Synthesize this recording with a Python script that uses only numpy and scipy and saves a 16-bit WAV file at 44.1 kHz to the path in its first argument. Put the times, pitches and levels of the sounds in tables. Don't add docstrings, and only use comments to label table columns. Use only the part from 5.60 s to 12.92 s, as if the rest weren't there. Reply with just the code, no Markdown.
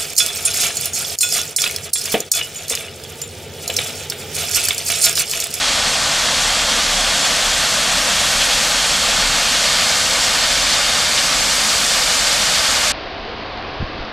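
import sys
import numpy as np
from scipy import signal
from scipy.fft import rfft, irfft, next_fast_len
from scipy.io import wavfile
from scipy.ndimage import uniform_filter1d

SR = 44100
rng = np.random.default_rng(int(sys.argv[2]) if len(sys.argv) > 2 else 0)


def log_audio(samples):
    frames = np.atleast_2d(samples).T
    limited = np.clip(frames, -1, 1)
    pcm = np.round(limited * 32767).astype(np.int16)
    wavfile.write(sys.argv[1], SR, pcm)


def volts_from_db(level):
    exponent = np.asarray(level, float) / 20
    return 10 ** exponent


N = 322806
TIME = np.arange(N) / SR


def evened(x):
    return x / np.sqrt(np.mean(abs(x) ** 2) + 1e-20)


def read(points, hz):
    f, value = np.transpose(points)
    return np.interp(np.log(hz + 1), np.log(f + 1), value)


def coloured(x, gain):
    size = next_fast_len(len(x))
    hz = np.fft.rfftfreq(size, 1 / SR)
    return irfft(rfft(x, size) * gain(hz), size)[:len(x)]


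def bell(hz, centre_hz, width_hz):
    return 1 / (1 + (2 * (hz - centre_hz) / width_hz) ** 2)


def drift(shape, sizes):
    field = rng.standard_normal(shape)
    for axis, size in enumerate(sizes):
        for _ in range(2):
            field = uniform_filter1d(field, size, axis)
    return evened(field)


# (t/s, flow of stone level/dB, fineness of stone level/dB)
POUR = [(0, 0, -3.5), (.3, -1.5, -2), (1.2, -0.4, -1.2), (1.9, -0.3, -0.3), (2.5, -0.9, 0.9), (2.8, 0.2, 2),
        (3.1, 0.1, 1.3), (3.6, 0, -0.5), (4.15, 1.65, 0.5), (4.55, -0.3, .5), (5.0, 2.1, -0.7),
        (5.5, 0, -.3), (6.2, 0.2, 3.5), (6.6, 0.8, 1.4), (7.1, .9, 1.5), (7.32, 0.1, 0.5)]
PART_HZ = [
    1200,
    3900,
    7400,
    11500,
]
PART_FOLLOWS = [
    (.1, 0.055),
    (.95, .01),
    (.15, 0.39),
    (.1, 0.9),
]
# (f/Hz, level/dB per Hz)
STONE = [(300, -30), (450, -2.5), (554, -1), (900, -3.5), (1400, -2.5), (3400, -2), (4470, -0.5),
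         (5800, -3), (7700, -4.5), (9500, -12), (12000, -19.5), (13800, -28), (14700, -31.5), (15700, -35)]
# (f/Hz, width/Hz, level/dB facing the
# truck, level/dB facing the barge)
RIPPLE = [(550, 49, 1, 1), (680, 120, 1.5, 0), (996, 130, -1.5, -3), (1192, 110, 2, 3), (1526, 74, 2, 2.5),
          (1840, 41, 4, 3.5), (1990, 140, -2, -4), (2125, 72, 0.5, 4.5), (2300, 51, -0.5, 1.5),
          (2700, 65, 0.5, -9), (2795, 86, 2, 3.5), (3080, 90, 0, -1), (3240, 110, 5, 2.5),
          (3363, 90, 7.5, 3), (3330, 89, -3.5, -6), (3700, 210, 3, 3), (3820, 98, -5.5, -7),
          (3896, 69, 4, -0.5), (4180, 73, -1.5, -5), (4334, 250, 2, 1.5), (4700, 100, -2.5, 1.5),
          (4960, 160, -0.5, 1), (5400, 160, -1, -0.5)]
# (t/s, share turned toward the barge)
TURN = [
    (0, 0.11),
    (3, 0.066),
    (4, 0.39),
    (5, 0.84),
    (6, 0.94),
    (7.32, 0.87),
]


def pour(knocks_per_s=9000, spread_db=2.0, near=.3, patchy_db=0.22, surge_db=0.36, low_hz=470, level_db=-15.5):
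    strength = volts_from_db(spread_db * np.minimum(rng.exponential(1, N), 4))
    size = strength * rng.choice([-1., 1.], N)
    near_knocks = evened(size * (rng.random(N) < knocks_per_s / SR))
    knocks = near * near_knocks + rng.standard_normal(N)
    hz, t, z = signal.stft(knocks, SR, nperseg=1024, noverlap=768)

    s, flow, fine = np.transpose(POUR)
    parts_db = np.array(PART_FOLLOWS) @ [np.interp(t, s, flow), np.interp(t, s, fine)]
    shares = np.array([read(list(zip(PART_HZ, row)), hz) for row in np.eye(4)])

    turn = np.interp(t, *np.transpose(TURN))
    ripple_db = sum(bell(hz, f, width)[:, None] * (truck + (barge - truck) * turn)
                   for f, width, truck, barge in RIPPLE)
    patches_db = patchy_db * drift(z.shape, (14, 8))
    patches_db += surge_db * drift(z.shape, (90, 4))
    field_db = read(STONE, hz)[:, None] + shares.T @ parts_db + ripple_db + patches_db
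    ground_echo = 1 + (low_hz / (hz[:, None] + 1)) ** 8
    z = z * volts_from_db(field_db) / ground_echo
    hiss = signal.istft(z, SR, nperseg=1024, noverlap=768)[1][:N]
    return volts_from_db(level_db) * evened(hiss)


# (t/s, firing f/Hz, level/dB of all its tones)
DIESEL = [(0, 36.43, -48), (.9, 37, -44), (1.3, 35.78, -45.5), (2.001, 36.43, -45), (3, 36.42, -46),
          (3.7, 36.34, -48.5), (4.8, 35.77, -49.5), (5.8, 35.15, -48), (6.3, 36.46, -49), (6.8, 36.76, -46),
          (7.32, 36.15, -48)]
# (multiple of the firing rate, level/dB)
ORDERS_DB = [(1, 3), (2, 1.5), (3, -13), (4, -5), (5, -2.5), (6, -3.5), (7, -10.5), (8, -8), (10, -16)]


def diesel():
    s, hz, tone_db = np.transpose(DIESEL)
    turns = np.cumsum(np.interp(TIME, s, hz)) / SR
    slow = np.arange(0, N + 512, 512)
    engine = np.zeros(N)
    for multiple, db in ORDERS_DB:
        waver_db = 2.2 * np.interp(np.arange(N), slow, drift(len(slow), (12,)))
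        tone = np.sin(2 * np.pi * (multiple * turns + rng.random()))
        engine += volts_from_db(db + waver_db) * tone
    return volts_from_db(np.interp(TIME, s, tone_db) + 2.5) * engine


# (f/Hz, level/dB per Hz)
RUMBLE = [(12, -28), (20, -6.5), (43, -6), (101, -8.5), (225, -5), (278, -5.5), (326, -12.5), (383, -13.5),
          (420, -14), (480, -9), (620, 2.5), (1060, -120)]
# (t/s, peak level/dB, mode f/Hz)
THUMPS = [(0.0, -40, 51), (.22, -35.5, 34.5), (.52, -37, 36), (.77, -34, 42.8), (1.05, -37, 44),
          (1.21, -29, 34.2), (1.56, -41, 44.3), (1.77, -32, 34.7), (2.28, -39, 41), (2.71, -35, 34),
          (2.82, -35, 45), (3.09, -40, 45), (3.33, -40, 34.9), (3.59, -29, 34), (3.79, -40, 45),
          (4.1, -38, 36.8), (4.501, -38, 45.3), (4.88, -32, 45), (5.08, -42, 45), (5.5, -40, 44.6),
          (5.71, -35, 48), (5.9, -43, 51.4), (6.4, -37, 46), (6.62, -43, 50), (6.88, -43, 35),
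          (7.17, -42, 44)]


def hull(rumble_db=-35.5, rise_s=0.082, t60_s=0.82, sag=.12, sag_s=0.092):
    rumble = coloured(rng.standard_normal(N), lambda hz: volts_from_db(read(RUMBLE, hz)) * (hz > 15) * (hz < 520))
    out = volts_from_db(rumble_db + 1.0) * evened(rumble)
    for s, db, mode_hz in THUMPS:
        since = np.maximum(TIME - s, 0)
        rise = np.sin(np.pi / 2 * np.minimum(since / rise_s, 1)) ** 2
        decay = volts_from_db(db + 3.5 - 60 * (since / t60_s) ** 1.5)
        cycles = mode_hz * (since - sag * sag_s * (1 - np.exp(-since / sag_s)))
        out += rise * decay * np.sin(2 * np.pi * cycles)
    return out


# (t/s, peak level/dB, ring f/Hz, length/s)
HEAPS = [(0.681, -22.5, 1480, 0.025), (.806, -26, 6750, .03), (1.972, -27, 7930, 0.033),
         (1.639, -22, 3300, 0.033), (2.806, -17.5, 3400, 0.032), (4.617, -26, 5300, 0.033),
         (4.638, -27, 7660, 0.026), (5.573, -16.5, 3720, 0.028), (6.71, -21, 5550, 0.033),
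         (6.725, -26, 7600, .03), (6.944, -21, 4560, 0.028)]


def heaps(width_hz=2400):
    out = np.zeros(N)
    for s, db, ring_hz, length_s in HEAPS:
        burst = evened(coloured(rng.standard_normal(4096), lambda hz: bell(hz, ring_hz, width_hz)))
        u = TIME[:4096] / length_s
        swell = np.minimum(13.0 * u, 1) * np.exp(-u ** 3)
        part = out[round(s * SR):][:4096]
        part += volts_from_db(db) * (burst * swell)[:len(part)]
    return out


def scene():
    return np.tile(pour() + diesel() + hull() + heaps(), (2, 1))


FRAME = 1024


def lapped(x, first, window):
    sample = np.arange(2 * FRAME) + .5 + FRAME / 2
    basis = np.cos(np.pi / FRAME * np.outer(sample, np.arange(FRAME) + .5))
    lead, count = 2 * FRAME - first, N // FRAME + 4
    blocks = np.pad(x, (lead, count * FRAME - N - lead)).reshape(count, FRAME)

    def back(z):
        frames = (z @ basis.T) * window * 2 / FRAME
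        starts = np.pad(frames[:, :FRAME], ((0, 1), (0, 0)))
        ends = np.pad(frames[:, FRAME:], ((1, 0), (0, 0)))
        return (starts + ends).ravel()[lead:lead + N]

    pairs = np.hstack([blocks[:-1], blocks[1:]])
    return (pairs * window) @ basis, back


def rounded(z, steps, wobble_db):
    wobble = np.repeat(rng.standard_normal((len(z), FRAME // 32)), 32, axis=1)
    hz = (np.arange(FRAME) + .5) * SR / 2 / FRAME
    step = volts_from_db(read(steps, hz) + wobble_db * wobble)
    rung = np.floor(abs(z / step) ** .75 + .4054)
    return np.sign(z) * step * rung ** (4 / 3)


# (f/Hz, step level/dB)
EARLY_STEPS = [(200, -12), (5000, -3), (8000, -1), (10000, 3), (12000, 5), (13500, 2), (14600, -1),
               (15500, 0)]


def first_rounding(x):
    z, back = lapped(x, 447, signal.windows.cosine(2 * FRAME))
    return back(rounded(z, EARLY_STEPS, wobble_db=1.9))


# (f/Hz, step level/dB)
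LATE_STEPS = [(300, -12), (1000, -3), (4800, 0), (7000, -2.5), (9000, -7.5), (11500, -11), (13500, -10),
              (15700, -8)]
# (frame, low f/Hz, high f/Hz)
SWAPS = [(24, 9650, 11020), (25, 8960, 10340), (26, 7580, 8960), (58, 5170, 6200), (58, 11710, 13090),
         (70, 5170, 6890), (74, 4220, 5170), (106, 5690, 7580), (123, 6890, 8960), (154, 8270, 10340),
         (169, 6890, 8270), (206, 4650, 5690), (206, 8270, 9650), (208, 5170, 6200), (216, 5690, 6890),
         (220, 5690, 6890), (228, 6890, 8270), (245, 8270, 9650), (249, 4650, 5690), (250, 5690, 6890),
         (283, 5170, 8960), (309, 6890, 8270)]


def second_rounding(x):
    z, back = lapped(x, 726, signal.windows.kaiser_bessel_derived(2 * FRAME, 4 * np.pi))
    sides = np.tile(rounded(z, LATE_STEPS, wobble_db=4.0), (2, 1, 1))
    for frame, low, high in SWAPS:
        bins = slice(low * 2 * FRAME // SR, high * 2 * FRAME // SR)
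        fill = rng.standard_normal((2, bins.stop - bins.start))
        sides[:, frame + 1, bins] = np.std(z[frame + 1, bins]) * fill
    return np.array([back(side) for side in sides])


def band_limit(x):
    return signal.sosfilt(signal.butter(12, 15750, fs=SR, output="sos"), x)


def record(dry):
    mix = second_rounding(first_rounding(dry[0]))
    return band_limit(mix)


dry = scene()
out = record(dry)
log_audio(out)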